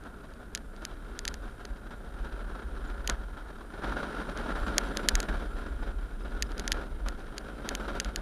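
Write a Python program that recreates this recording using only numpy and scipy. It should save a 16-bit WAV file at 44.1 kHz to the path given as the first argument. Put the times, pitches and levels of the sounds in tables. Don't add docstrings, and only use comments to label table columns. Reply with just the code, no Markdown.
import sys
import numpy as np
from scipy import signal
from scipy.fft import rfft, irfft, next_fast_len
from scipy.io import wavfile
from scipy.ndimage import uniform_filter1d

SR = 44100
rng = np.random.default_rng(int(sys.argv[2]) if len(sys.argv) > 2 else 0)


def pcm_store(signal):
    levels = np.round(np.clip(np.atleast_2d(signal), -1, 1) * 32767)
    wavfile.write(sys.argv[1], SR, levels.astype(np.int16).T)


N = 362061

# (time [s], level [dB])
ROLL = [(0.0, -51.5), (0.71, -53), (0.82, -50.5), (1.5, -48.5), (1.84, -54.5), (2.28, -47.5), (3.12, -46.5),
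        (3.27, -50.5), (3.68, -52.5), (3.84, -39), (4.46, -39.5), (4.72, -37.5), (5.2, -38.5),
        (5.52, -45.5), (6.05, -51), (6.79, -43.5), (6.88, -51), (7.52, -47), (7.9, -44), (8.21, -47)]
# (time [s], shell drumming [dB], grit hiss [dB])
SURFACE = [(0.0, -2.5, -17.5), (1.1, -2, -15), (2.0, -2.5, -16.5), (4.2, -4, -16.5), (5.3, -1.5, -15.5),
           (8.21, 0.5, -14)]
def rolling(roll_db):
    shell_db, grit_db = in_time(SURFACE)
    jolt = jolts(roll_db)
    hop_db = 2.0 * drift(47)
    tread, rush = paving_grain()
    shell_force = from_db(0.75 * hop_db) * (from_db(roll_db) + 0.96 * jolt)
    wheel_force = from_db(roll_db + hop_db) + 1.84 * jolt
    drumming = from_db(shell_db) * shell_drumming(tread, rush)
    roar = from_db(-4.0) * wheel_roar(tread, rush) + from_db(grit_db) * grit_hiss()
    return drumming * shell_force + roar * wheel_force


# (time [s], strength [dB], settling time [s])
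BUMPS = [(0.816, -51.5, 0.037), (1.905, -44, 0.021), (2.243, -45.5, 0.022), (2.898, -40, 0.0058),
         (3.091, -32.5, .018), (3.369, -47.5, 0.041), (3.607, -45.5, 0.011), (3.835, -41, 0.016),
         (3.966, -39, 0.022), (4.664, -34, 0.013), (5.285, -31.5, 0.0099), (5.585, -50, 0.015),
         (5.824, -46.5, 0.018), (6.743, -44.5, .015), (6.81, -44.5, 0.012), (7.06, -40.5, 0.019),
         (7.645, -45, 0.028), (7.708, -43, 0.014), (7.797, -41, 0.011), (7.879, -37, 0.015),
         (7.951, -40, 0.008), (8.05, -46, 0.024)]
def jolts(roll_db, rise_s=0.0015, knock_s=0.0086):
    knocks = [(s, roll_db[int(s * SR)] - 5.5 - 0.5 * luck, knock_s)
              for s, luck in chance_times(per_s=26)]
    age = np.arange(SR // 4) / SR
    force = np.zeros(N + SR)
    for s, db, settle_s in list(BUMPS) + knocks:
        at = round(s * SR)
        force[at:at + len(age)] += from_db(db) * (1 - np.exp(-age / rise_s)) * np.exp(-age / settle_s)
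    return force[:N]


# (frequency [Hz], level [dB])
PAVING = [(60, -35), (120, 1), (220, 4), (500, -3), (1000, -10), (1650, -7), (2000, -18), (3000, -63)]
def paving_grain():
    tread = stones(per_s=8000, spread_db=2.5)
    rush = colour(stones(per_s=8000, spread_db=2.5), PAVING)
    return tread, rush


# (pitch [Hz], width [Hz], level [dB])
SHELL = [(214.4, 39.4, 0), (302, 53, -2), (409, 56, -2.5), (559, 51, -6), (743, 53, -10)]
def shell_drumming(tread, rush):
    ring = rms_one(cut(body(tread, SHELL), 860, "low", order=4))
    return rms_one(ring + from_db(-3.5) * cut(rush, 648, "low", order=4))


WHEEL_RING_HZ = 1412
# (pitch [Hz], width [Hz], level [dB])
WHEELS = [(906, 130, -11), (1030, 31, -7.5), (WHEEL_RING_HZ, 141, 0), (1740, 161, -14.5)]
def wheel_roar(tread, rush):
    ring = rms_one(cut(body(tread, WHEELS), 1513, "low", order=6))
    return rms_one(ring + from_db(5.0) * cut(rush, 668, "high", order=4))


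# (pitch [Hz], width [Hz], level [dB])
GRIT = [(2185, 110, 6), (3175, 210, 4.5), (3810, 220, 4), (4860, 270, -3.5), (5820, 510, -3.5)]
# (frequency [Hz], level [dB])
SPRAY = [(1500, -27), (2100, 0.5), (4000, -4.5), (6000, -16), (8500, -19.5), (10800, -18), (13500, -28),
         (15500, -45)]
def grit_hiss():
    crackle = body(stones(per_s=4000, spread_db=4.5), GRIT)
    crackle = cut(crackle, 5200, "low", order=3)
    crackle = cut(crackle, 2300, "high", order=2)
    spray = colour(stones(per_s=9800, spread_db=1.0), SPRAY)
    return rms_one(rms_one(crackle) + from_db(2.5) * spray)


# (time [s], strength [dB], wait until its one bounce [s]; 0 = no bounce)
CLACKS = [(.5500, -15, 0.0063), (.5753, -29.5, 0.0017), (.764, -41, 0), (0.8514, -19.5, 0), (1.191, -20, 0),
          (1.2525, -19.5, 0.00069), (1.2786, -14, .0067), (1.3415, -26, 0), (1.6527, -28.5, 0),
          (3.0754, -15, 0), (3.0977, -12, 0), (4.3744, -28.5, 0), (4.7815, -4.5, 0.00087), (4.9714, -14, 0),
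          (5.087, -3.5, .0047), (5.154, -10, 0), (5.2026, -16, .0268), (6.4240, -12, .0038),
          (6.5183, -34, 0), (6.58, -28.5, 0.0012), (6.5961, -21.5, 0.0031), (6.6780, -15, 0.00054),
          (6.7191, -9, 0.0076), (7.0857, -22, 0), (7.3810, -21, 0.0024), (7.6901, -15.5, 0.0008),
          (7.7515, -17, 0), (8.0003, -12.5, .0039), (8.0467, -24.5, 0.001), (8.1600, -15.5, 0)]
def loose_joint(roll_db, bounce_loss_db=11):
    clacks = [(s, db) for s, db, gap_s in CLACKS]
    bounces = [(s + gap_s, db - bounce_loss_db) for s, db, gap_s in CLACKS if gap_s > 0]
    ticks = [(s, roll_db[int(s * SR)] + 0.5 + 3.6 * luck) for s, luck in chance_times(per_s=2.6)]
    usual_db = np.median([db for s, db in clacks])
    out = np.zeros(N + SR)
    for s, db in clacks + bounces + ticks:
        sound = clack(force_db=db - usual_db)
        at = round(s * SR)
        out[at:at + len(sound)] += from_db(db + 9.5) * sound
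    return cut(out[:N], 12000, "low", order=3)


# (pitch [Hz], width [Hz], level [dB], extra level [dB per dB of force])
JOINT = [(1696, 200, 4, 0), (3140, 540, 1.5, 0), (4180, 540, -0.5, 0), (4790, 410, 1, -0.05),
         (6440, 1120, -1, 0.17), (9860, 730, -9, 0), (10580, 900, -6.5, 0), (12030, 510, -18, 0.5)]
def clack(force_db, rebound_s=0.00046, ring_s=0.0015):
    age = np.arange(SR // 30) / SR
    push = from_db(-22) * rng.standard_normal(len(age)) * np.exp(-age / ring_s)
    push[0] += 1
    push[int(rebound_s * rng.uniform(.95, 1.05) * SR)] += 0.27
    detunes = 1 + .015 * rng.standard_normal(len(JOINT))
    notes = [(hz * detune, width, db + extra * force_db + 0.92 * rng.normal())
             for (hz, width, db, extra), detune in zip(JOINT, detunes)]
    sound = cut(body(push, notes), 1005, "high", order=3)
    return sound / np.linalg.norm(sound)


# (time [s], level [dB])
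SWAY = [(0.0, -49), (1.6, -39.5), (1.94, -44.5), (2.18, -36.5), (3.1, -34), (3.74, -43.5), (3.88, -32),
        (4.11, -42), (4.51, -34), (7.09, -35), (7.21, -41.5), (8.21, -36)]
# (time [s], level [dB])
THUDS = [(1.71, -37.5), (3.11, -33), (4.62, -29.5), (5.15, -23), (5.32, -27), (5.53, -33.5), (6.75, -33),
         (7.06, -30), (8.07, -34)]
# (frequency [Hz], level [dB])
RUMBLE = [(8, -28), (16, -23), (30, 1.5), (48, 1), (62, -7), (80, -19.5), (110, -17), (200, -65)]
def sway_and_wind(thud_half_s=0.034):
    sway_db, = in_time(SWAY)
    t = np.arange(N) / SR
    thuds = sum(from_db(db) * np.exp(-((t - s) / thud_half_s) ** 2) for s, db in THUDS)
    lumps_db = 2.0 * drift(8.1)
    strength = np.hypot(from_db(sway_db - 1.0 + lumps_db), thuds)
    noise = colour(rng.standard_normal(N), RUMBLE)
    own_level = np.sqrt(uniform_filter1d(noise ** 2, size=SR // 9) + 1e-6)
    even_noise = noise / own_level
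    return cut(strength * even_noise, 74, "low", order=5)


# (frequency [Hz], level [dB])
DRONE = [(60, 2.5), (110, -1.5), (150, -4), (400, -9), (700, -36.5), (1500, -53)]
def gear_drone():
    return from_db(-51) * colour(rng.standard_normal(N), DRONE)


# (time [s], pitch [Hz], level [dB])
SQUEAKS = [(2.838, 7160, -65), (2.870, 7060, -59), (5.824, 5050, -62), (6.195, 5100, -65),
           (6.229, 5060, -60), (6.462, 5100, -59)]
def bearing_squeaks(length_s=0.018, pitch_fall=0.14):
    out = np.zeros(N + SR)
    along = np.linspace(-.5, .5, int(length_s * SR))
    for s, hz, db in SQUEAKS:
        at = round(s * SR)
        phase = 2 * np.pi * np.cumsum(hz * (1 - pitch_fall * along)) / SR
        out[at:at + len(along)] += from_db(db) * np.cos(np.pi * along) ** 2 * np.sin(phase)
    return out[:N]


# (time [s], level [dB])
RUBBING = [(2.0, -84), (3.6, -88), (4.8, -71), (5.7, -79), (7.3, -86), (7.85, -74), (8.2, -83)]
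# (pitch [Hz], width [Hz], level [dB])
METAL = [(7520, 55.5, 4), (11100, 70, -1), (13800, 99, -6)]
def singing_metal():
    rub_db, = in_time(RUBBING)
    contact_db = 6.0 * np.tanh(drift(12))
    return from_db(rub_db + contact_db) * rms_one(body(rng.standard_normal(N), METAL))


# (frequency [Hz], level [dB])
HISS = [(4000, 0), (8500, 2.5), (13000, 1), (14300, -5), (15300, -18)]
def electronics(roll_db, whine_hz=9526, switch_hz=36.6):
    cycle = 2 * np.pi * np.arange(N) / SR
    phase_step = 0.82 * np.sign(np.sin(switch_hz * cycle))
    whine = np.sin(whine_hz * cycle + phase_step)
    swell_db = 0.64 * (uniform_filter1d(roll_db, size=SR // 2) - roll_db.mean())
    hiss = colour(rng.standard_normal(N), HISS)
    return from_db(-71.5) * hiss + from_db(-69.5 + swell_db) * whine


def stones(per_s, spread_db):
    sizes = from_db(spread_db * np.minimum(rng.exponential(1, N), 4)) * rng.choice([-1, 1], N)
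    return rms_one(sizes * (rng.random(N) < per_s / SR))


def chance_times(per_s, count=400):
    s = np.cumsum(rng.exponential(1, count)) / per_s
    return np.column_stack([s, rng.standard_normal(count)])[s < (N - 1) / SR]


def drift(rate_hz):
    r = np.exp(-80 * np.pi * rate_hz / SR)
    slow = signal.lfilter([1], [1, -2 * r, r * r], rng.standard_normal(N // 40 + 2002))[2000:]
    return np.interp(np.arange(N) / 40, np.arange(len(slow)), rms_one(slow))


def resonate(x, hz, width_hz):
    r = np.exp(-np.pi * width_hz / SR)
    feedback = [1, -2 * r * np.cos(2 * np.pi * hz / SR), r * r]
    return signal.lfilter(np.array([1, 0, -1]) * (1 - r * r) / 2, feedback, x)


def body(x, notes):
    return sum((-1) ** k * from_db(db) * resonate(x, hz, width)
               for k, (hz, width, db) in enumerate(notes))


def colour(x, spectrum):
    hz, db = np.transpose(spectrum)
    size = next_fast_len(N)
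    bins_hz = np.maximum(np.arange(size // 2 + 1) * SR / size, 1)
    gain = from_db(np.interp(np.log(bins_hz), np.log(hz), db))
    return rms_one(irfft(rfft(x, size) * gain, size)[:N])


def cut(x, hz, keep, order):
    return signal.sosfilt(signal.butter(order, hz, keep, fs=SR, output="sos"), x)


def in_time(rows):
    s, *columns = np.transpose(rows)
    return [np.interp(np.arange(N) / SR, s, column) for column in columns]


def from_db(db):
    return 10 ** (np.asarray(db) / 20)


def rms_one(x):
    return x / np.sqrt(np.mean(x ** 2) + 1e-20)


def scene():
    roll_db, = in_time(ROLL)
    roll_db = roll_db + drift(8.7)
    cart = rolling(roll_db) + sway_and_wind() + gear_drone() + bearing_squeaks() + singing_metal()
    return (cart + electronics(roll_db) + loose_joint(roll_db))[None, :]


def record(dry):
    return signal.sosfilt(signal.ellip(8, .2, 80, 15100, fs=SR, output="sos"), dry)


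dry = scene()
out = record(dry)
pcm_store(out)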